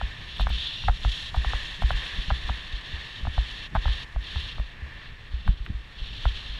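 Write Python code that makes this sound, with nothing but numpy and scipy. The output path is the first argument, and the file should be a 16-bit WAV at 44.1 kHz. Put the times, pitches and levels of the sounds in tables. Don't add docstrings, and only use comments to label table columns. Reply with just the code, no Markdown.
import sys
import numpy as np
from scipy import signal
from scipy.fft import rfft, irfft, next_fast_len
from scipy.io import wavfile

SR = 44100
rng = np.random.default_rng(int(sys.argv[2]) if len(sys.argv) > 2 else 0)


def file_out(sig):
    cols = np.atleast_2d(sig).T
    lim = np.clip(cols, -1, 1)
    pcm = np.round(lim * 32767).astype(np.int16)
    wavfile.write(sys.argv[1], SR, pcm)


N = 290619


def from_db(db):
    return 10 ** (np.asarray(db) / 20)


def rms_one(x):
    return x / np.sqrt(np.mean(x ** 2) + 1e-20)


def in_time(rows):
    times_s, *columns = np.transpose(rows)
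    return [np.interp(np.arange(N) / SR, times_s, column) for column in columns]


def add(track, start_s, sound):
    at = max(0, round(start_s * SR))
    track[at:at + len(sound)] += sound[:max(0, N - at)]


def band(x, low_hz, high_hz, order=2):
    return signal.sosfilt(signal.butter(order, [low_hz, high_hz], "band", fs=SR, output="sos"), x)


def band_noise(samples, low_hz, high_hz, order=2):
    return rms_one(band(rng.standard_normal(samples), low_hz, high_hz, order))


def band_pulse(samples, low_hz, high_hz):
    pulse = band(signal.unit_impulse(samples), low_hz, high_hz, order=3)
    return pulse / abs(pulse).max()


def drift(rate_hz):
    hz = np.fft.rfftfreq(N, 1 / SR)
    return rms_one(irfft(rfft(rng.standard_normal(N)) / (1 + (hz / rate_hz) ** 2), N))


def air_noise(spectrum):
    # centre in Hz, width in Hz, gain in dB.
    housing = [(2735, 93, 4.5), (2865, 81, -5.5), (3826, 160, -2.5), (5070, 190, -10.5), (5270, 400, 4),
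               (5990, 140, -5.5), (6200, 200, -1.5), (7440, 300, -3.5), (7660, 350, 4.5)]
    size = next_fast_len(N)
    hz = np.fft.rfftfreq(size, 1 / SR) + 1
    points_hz, points_db = np.transpose(spectrum)
    db = np.interp(np.log(hz), np.log(points_hz), points_db)
    for centre_hz, width_hz, peak_db in housing:
        db += peak_db / (1 + (2 * (hz - centre_hz) / width_hz) ** 2)
    return rms_one(irfft(rfft(rng.standard_normal(size)) * from_db(db), size)[:N])


def lull_loss_db(t, return_s, fall_s=.021):
    # start in seconds, length in seconds, depth in dB.
    lulls = [(0.437, .05, 9), (0.89, .04, 7), (0.98, .025, 8), (1.302, .035, 9), (1.771, .08, 4),
             (3.22, .1, 3.5), (3.675, .06, 21), (3.77, .045, 6), (4.042, 0.16, 20)]
    loss_db = 0
    for start_s, length_s, depth_db in lulls:
        onset = np.clip((t - start_s) / fall_s + .5, 0, 1)
        release = np.exp(-np.maximum(t - start_s - length_s, 0) / return_s)
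        loss_db += depth_db * onset * release
    return loss_db


def wind(stride_s=.476, slowest_s=.365, gap_hz=3680, gap_width_hz=550, gust_s=.67, gust_width_s=.09):
    # time in seconds, level in dB.
    flow_levels = [(0.0, -45), (0.25, -45), (0.42, -37), (0.62, -35.5), (0.85, -39), (1.15, -35.5),
                   (1.38, -39.5), (2.2, -37.5), (2.62, -42), (3.2, -42.5), (3.95, -37.5), (4.5, -40),
                   (4.83, -62), (5.05, -47), (5.16, -57), (5.47, -47), (5.7, -56), (5.92, -55), (5.99, -43),
                   (6.35, -39.3), (6.59, -40)]
    spray_levels = [(0.0, -68), (0.3, -67), (0.42, -60.5), (0.85, -61.5), (1.17, -55.5), (1.45, -59.5),
                    (2.15, -59), (2.9, -66.5), (3.95, -61), (4.42, -63), (4.75, -78), (5.9, -78),
                    (6.02, -69), (6.38, -64), (6.59, -66)]
    hollow_levels = [(0.0, -45.5), (0.85, -50.5), (1.25, -46.5), (1.52, -40.7), (1.8, -43.5), (2.03, -40.5),
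                     (2.5, -44.5), (2.9, -45), (3.25, -46.5), (3.95, -44), (4.75, -50), (5.05, -47.5),
                     (5.4, -56), (5.85, -55), (6.25, -49), (6.59, -47.5)]
    # frequency in Hz, relative density in dB.
    hiss_spectrum = [(500, -23), (1200, -16.5), (2200, -13), (2900, 1.5), (3600, 3), (4300, -4.5),
                     (4900, -15.5), (5600, -19.5), (6500, -29.5), (9000, -65)]
    spray_spectrum = [(3000, -14.5), (5200, 2), (6500, 0), (7700, -7), (8900, -15), (10000, -7),
                      (11500, -20), (13300, -21), (15000, -47)]
    hollow_spectrum = [(200, -15.5), (500, -16), (800, -17), (1120, -9.5), (1400, -19), (1640, -5.5),
                       (1800, 1.5), (2020, -8.5), (2900, -11), (4000, -19.5), (6000, -35.5), (14000, -61)]
    buffet_spectrum = [(12, 8.5), (25, 7.5), (45, 8.5), (80, -2), (130, -3.5), (220, -16.5), (400, -24),
                       (800, -31.5), (2000, -59)]
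    steady_spectrum = [(100, 9.5), (500, -4.5), (1100, -1.5), (2000, 0.5), (3500, -9), (5000, -17),
                       (9000, -29), (15000, -37)]
    t = np.arange(N) / SR
    rocking = -np.cos(2 * np.pi * (t - slowest_s) / stride_s)
    lost_db = lull_loss_db(t, return_s=.016)
    flow_db = in_time(flow_levels)[0] + .5 * rocking + .5 * drift(14) - lost_db
    hollow_db = in_time(hollow_levels)[0] + 1.5 * rocking - .22 * lost_db
    spray_db = in_time(spray_levels)[0] + 1.3 * rocking - .45 * lull_loss_db(t, return_s=.04)
    eddies_db = 1.35 * drift(35)
    rush = air_noise(hiss_spectrum)
    gap_ring = signal.lfilter(*signal.iirpeak(gap_hz, gap_hz / gap_width_hz, fs=SR), rush)
    head_on = np.exp(-((t - gust_s) / gust_width_s) ** 2)
    gap_gain = .27 * from_db(flow_db + 33) + head_on
    hiss = from_db(flow_db + eddies_db - 1) * (rush + gap_gain * gap_ring)
    spray = from_db(spray_db + eddies_db + 2) * air_noise(spray_spectrum)
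    hollow = from_db(hollow_db + .77 * drift(34) + 1) * air_noise(hollow_spectrum)
    buffet_db = -39.5 + .2 * (flow_db + 39.5) + 2 * drift(7.4)
    buffet = from_db(buffet_db) * air_noise(buffet_spectrum)
    steady = from_db(-53.6) * air_noise(steady_spectrum)
    return hiss + spray + hollow + buffet + steady


def hooves(rise_s=.0051, turf_hz=(92, 195), turf_t60_s=.11, shake_t60_s=.4, heave_hz=24, heave_s=.023,
           brush_s=.012, rebound_s=.02, smack_delay_s=.00441):
    # start in seconds, thud level in dB, pitch in Hz, turf level in dB.
    falls = [(0.022, -19, 55.6, -43), (0.396, -17.5, 43.6, -38), (0.417, -18, 45, -52),
             (0.458, -19, 54, -45), (0.5, -18, 58, -48), (0.84, -23, 46, -46), (0.865, -21, 73, -48),
             (0.889, -11, 45.6, -41), (1.049, -14, 57, -42), (1.07, -16, 51, -48), (1.37, -13.5, 57, -46),
             (1.461, -18, 52.4, -54), (1.54, -19, 50, -44), (1.811, -27, 56, -38), (1.837, -10.5, 54, -39),
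             (1.905, -21, 62, -45), (1.941, -16, 45, -57), (2.179, -22, 43.4, -43.5), (2.274, -25, 48, -43),
             (2.312, -14.5, 56.7, -39), (2.441, -24.5, 53, -58), (2.495, -19, 56, -40),
             (2.73, -22.5, 45, -62), (2.931, -24.5, 64.5, -52), (3.224, -22, 58.3, -48),
             (3.271, -18.5, 68.6, -37), (3.378, -13, 52, -45), (3.744, -24, 71, -34), (3.771, -16, 45, -42),
             (3.856, -14, 58, -52), (3.883, -14, 50, -45), (4.158, -18, 50, -47), (4.358, -18.5, 68, -47),
             (4.59, -19, 50, -44), (4.82, -27, 68.3, -68), (5.334, -21, 57, -59), (5.483, -8, 45.8, -34),
             (5.601, -23.5, 44, -64), (5.693, -24.5, 66, -36), (5.742, -22.5, 56.3, -61),
             (6.01, -25, 42.9, -55), (6.256, -12, 52.7, -60), (6.49, -26, 48, -60)]
    out, t = np.zeros(N), np.arange(SR // 3) / SR
    swell = 1 - np.exp(-(t / rise_s) ** 2)
    smack = band_pulse(len(t), *turf_hz)
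    heave = np.cos(2 * np.pi * heave_hz * (t - 2 * heave_s)) * np.exp(-(t / heave_s - 2) ** 2)
    for start_s, thud_db, hz, turf_db in falls:
        t60_s = .17 * np.exp(-.03 * (thud_db + 18.5))
        envelope = swell * from_db(-60 * t / t60_s)
        thud = -np.sin(2 * np.pi * hz * t) * envelope / envelope.max()
        puff = band_noise(len(t), *turf_hz) * swell * from_db(-60 * t / turf_t60_s)
        shake = band_noise(len(t), hz / 2, hz * 1.4, order=3)
        shake *= swell * from_db(-18 - 60 * t / shake_t60_s)
        add(out, start_s, from_db(thud_db - .6) * (thud + shake) + from_db(turf_db + 3.5) * puff)
        brush = band_noise(len(t), *turf_hz) * np.exp(-(t / brush_s - 2) ** 2)
        add(out, start_s - 3 * brush_s, from_db(turf_db - 4) * brush)
        add(out, start_s + rebound_s * rng.uniform(.82, 1.165), from_db(thud_db - 16) * thud)
        add(out, start_s + smack_delay_s, from_db(turf_db + 8) * smack)
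        add(out, start_s - 2 * heave_s, -from_db(thud_db - 11) * heave)
    return out


def rattle_touches(loss_db=1.3, jitter=.03):
    # start in seconds, level in dB, pitch in Hz, ring gain in dB, touches, gap in seconds.
    rattles = [(0.0135, -22.5, 1000, 7, 1, 0), (0.397, -21.5, 950, 5, 1, 0), (0.408, -28, 1000, 8, 1, 0),
               (0.4696, -15.5, 1020, -1, 1, 0), (0.5025, -31, 975, 6, 1, 0), (0.838, -30.5, 1210, 0, 1, 0),
               (0.8821, -21, 1120, 11, 1, 0), (0.8844, -15, 1040, 8, 2, .0015),
               (0.8953, -21, 1000, 4, 1, 0), (1.0487, -21.5, 950, 5, 1, 0),
               (1.3445, -27, 1060, 13, 2, .0043), (1.3645, -35, 1070, 14, 1, 0),
               (1.4468, -21, 1040, 5, 1, 0), (1.5345, -18, 1020, -2.5, 1, 0),
               (1.8215, -23.5, 950, 10, 1, 0), (1.8346, -31, 1050, 8, 1, 0), (1.9061, -14, 1010, -6, 1, 0),
               (2.304, -17, 980, 3, 2, .0048), (2.491, -28.5, 1190, 11, 1, 0), (2.496, -21.5, 980, 4, 1, 0),
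               (3.252, -28.5, 935, 0, 1, 0), (3.2703, -25.5, 990, 9.5, 1, 0),
               (3.3794, -28.5, 980, 16.5, 1, 0), (3.7516, -16.5, 1020, 5, 4, .0046),
               (3.8555, -28, 930, 13.5, 2, .0022), (3.8804, -27, 1220, 1, 1, 0),
               (4.1611, -32, 920, 9, 1, 0), (4.3588, -30, 1110, 2, 1, 0), (4.5823, -32, 850, 1, 2, .016),
               (5.4778, -19, 1060, -8, 1, 0), (5.6634, -26, 1850, -13, 1, 0), (6.2546, -16.5, 950, 0, 1, 0)]
    touches = []
    for start_s, db, hz, ring_db, count, gap_s in rattles:
        for k in range(round(count)):
            touch_s = start_s + k * gap_s * (1 + jitter * rng.uniform(-1, 1))
            touches.append((touch_s, db - k * loss_db, hz, ring_db))
    return touches


def knocks(band_ratio=1.595, ring_ratio=.75, ring_q=4.5, mount_hz=590, mount_t60_s=.04, snap_hz=2900,
           tail_t60_s=.11, scuff_s=.003, bounce_s=.00171):
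    out, t = np.zeros(N), np.arange(SR // 16) / SR
    snap = from_db(-22) * band_pulse(len(t), snap_hz / .93, snap_hz * 1.26)
    for start_s, db, hz, ring_db in rattle_touches():
        clack = band_pulse(len(t), hz / band_ratio, hz * band_ratio)
        ring_hz = hz * ring_ratio
        ring = from_db(ring_db - .7) * signal.lfilter(*signal.iirpeak(ring_hz, ring_q, fs=SR), clack)
        mount_body = band_noise(len(t), mount_hz / 1.3, mount_hz * 1.3)
        mount_body *= from_db(-24 - 60 * t / mount_t60_s)
        grit = band_noise(len(t), ring_hz / band_ratio, hz * band_ratio, order=3)
        tail = grit * from_db(-25 - 60 * t / tail_t60_s)
        scuff = grit[::-1] * np.exp(-(t / scuff_s - 2) ** 2)
        add(out, start_s, from_db(db) * (clack + ring + snap + mount_body + tail))
        add(out, start_s - 2 * scuff_s, from_db(db - 22) * scuff)
        add(out, start_s + bounce_s * rng.uniform(1, 1.66), from_db(db - 13) * clack)
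    return out


def clinks(rise_s=.002, chatter_t60_s=.045, touches_per_s=2500):
    # time in seconds, level in dB.
    contacts = [(0.3714, -49), (0.4075, -41), (0.4894, -42), (0.8834, -44), (1.3566, -48), (1.8214, -45),
                (1.9114, -47), (3.7505, -47), (4.5965, -52), (5.4765, -48), (5.6526, -55), (6.2522, -50)]
    # frequency in Hz, level in dB, T60 in seconds.
    metal_modes = [(2280, 18, .006), (4340, 5, 0.0055), (6700, -13, 0.0031), (8200, 7, 0.0027),
                   (10300, 1, .003), (11600, 3, .002), (14200, -7, .002)]
    out, t = np.zeros(N), np.arange(SR // 20) / SR
    ring = sum(from_db(db - 60 * t / t60_s) * np.sin(2 * np.pi * hz * t)
               for hz, db, t60_s in metal_modes)
    pressure = (1 - np.exp(-t / rise_s)) * from_db(-60 * t / chatter_t60_s)
    for time_s, db in contacts:
        touching = rng.random(len(t)) < touches_per_s / SR
        chatter = touching * rng.standard_normal(len(t)) * pressure
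        chatter /= np.linalg.norm(chatter) + 1e-9
        add(out, time_s - rise_s, from_db(db - 6) * signal.fftconvolve(chatter, ring))
    return out


def whistle(waver_hz=45, octave_db=-10):
    # time in seconds, pitch in Hz, level in dB.
    contour = [(0.74, 2960, -70), (0.78, 2830, -43), (0.83, 2790, -45), (0.88, 2710, -43), (0.9, 2720, -75)]
    t = np.arange(N) / SR
    hz, db = in_time(contour)
    phase = 2 * np.pi * np.cumsum(hz + waver_hz * drift(220)) / SR
    blowing = (t > contour[0][0]) & (t < contour[-1][0])
    fundamental = drift(70) * np.sin(phase)
    octave = from_db(octave_db) * drift(120) * np.sin(2 * phase)
    return blowing * from_db(db - 1) * (fundamental + octave)


def scene():
    return (hooves() + knocks() + clinks() + wind() + whistle())[None]


def record(dry):
    low_hz, high_hz = 16, 15240
    highpass = signal.butter(2, low_hz, "high", fs=SR, output="sos")
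    lowpass = signal.ellip(10, .1, 80, high_hz, fs=SR, output="sos")
    return signal.sosfilt(lowpass, signal.sosfilt(highpass, dry))


dry = scene()
out = record(dry)
file_out(out)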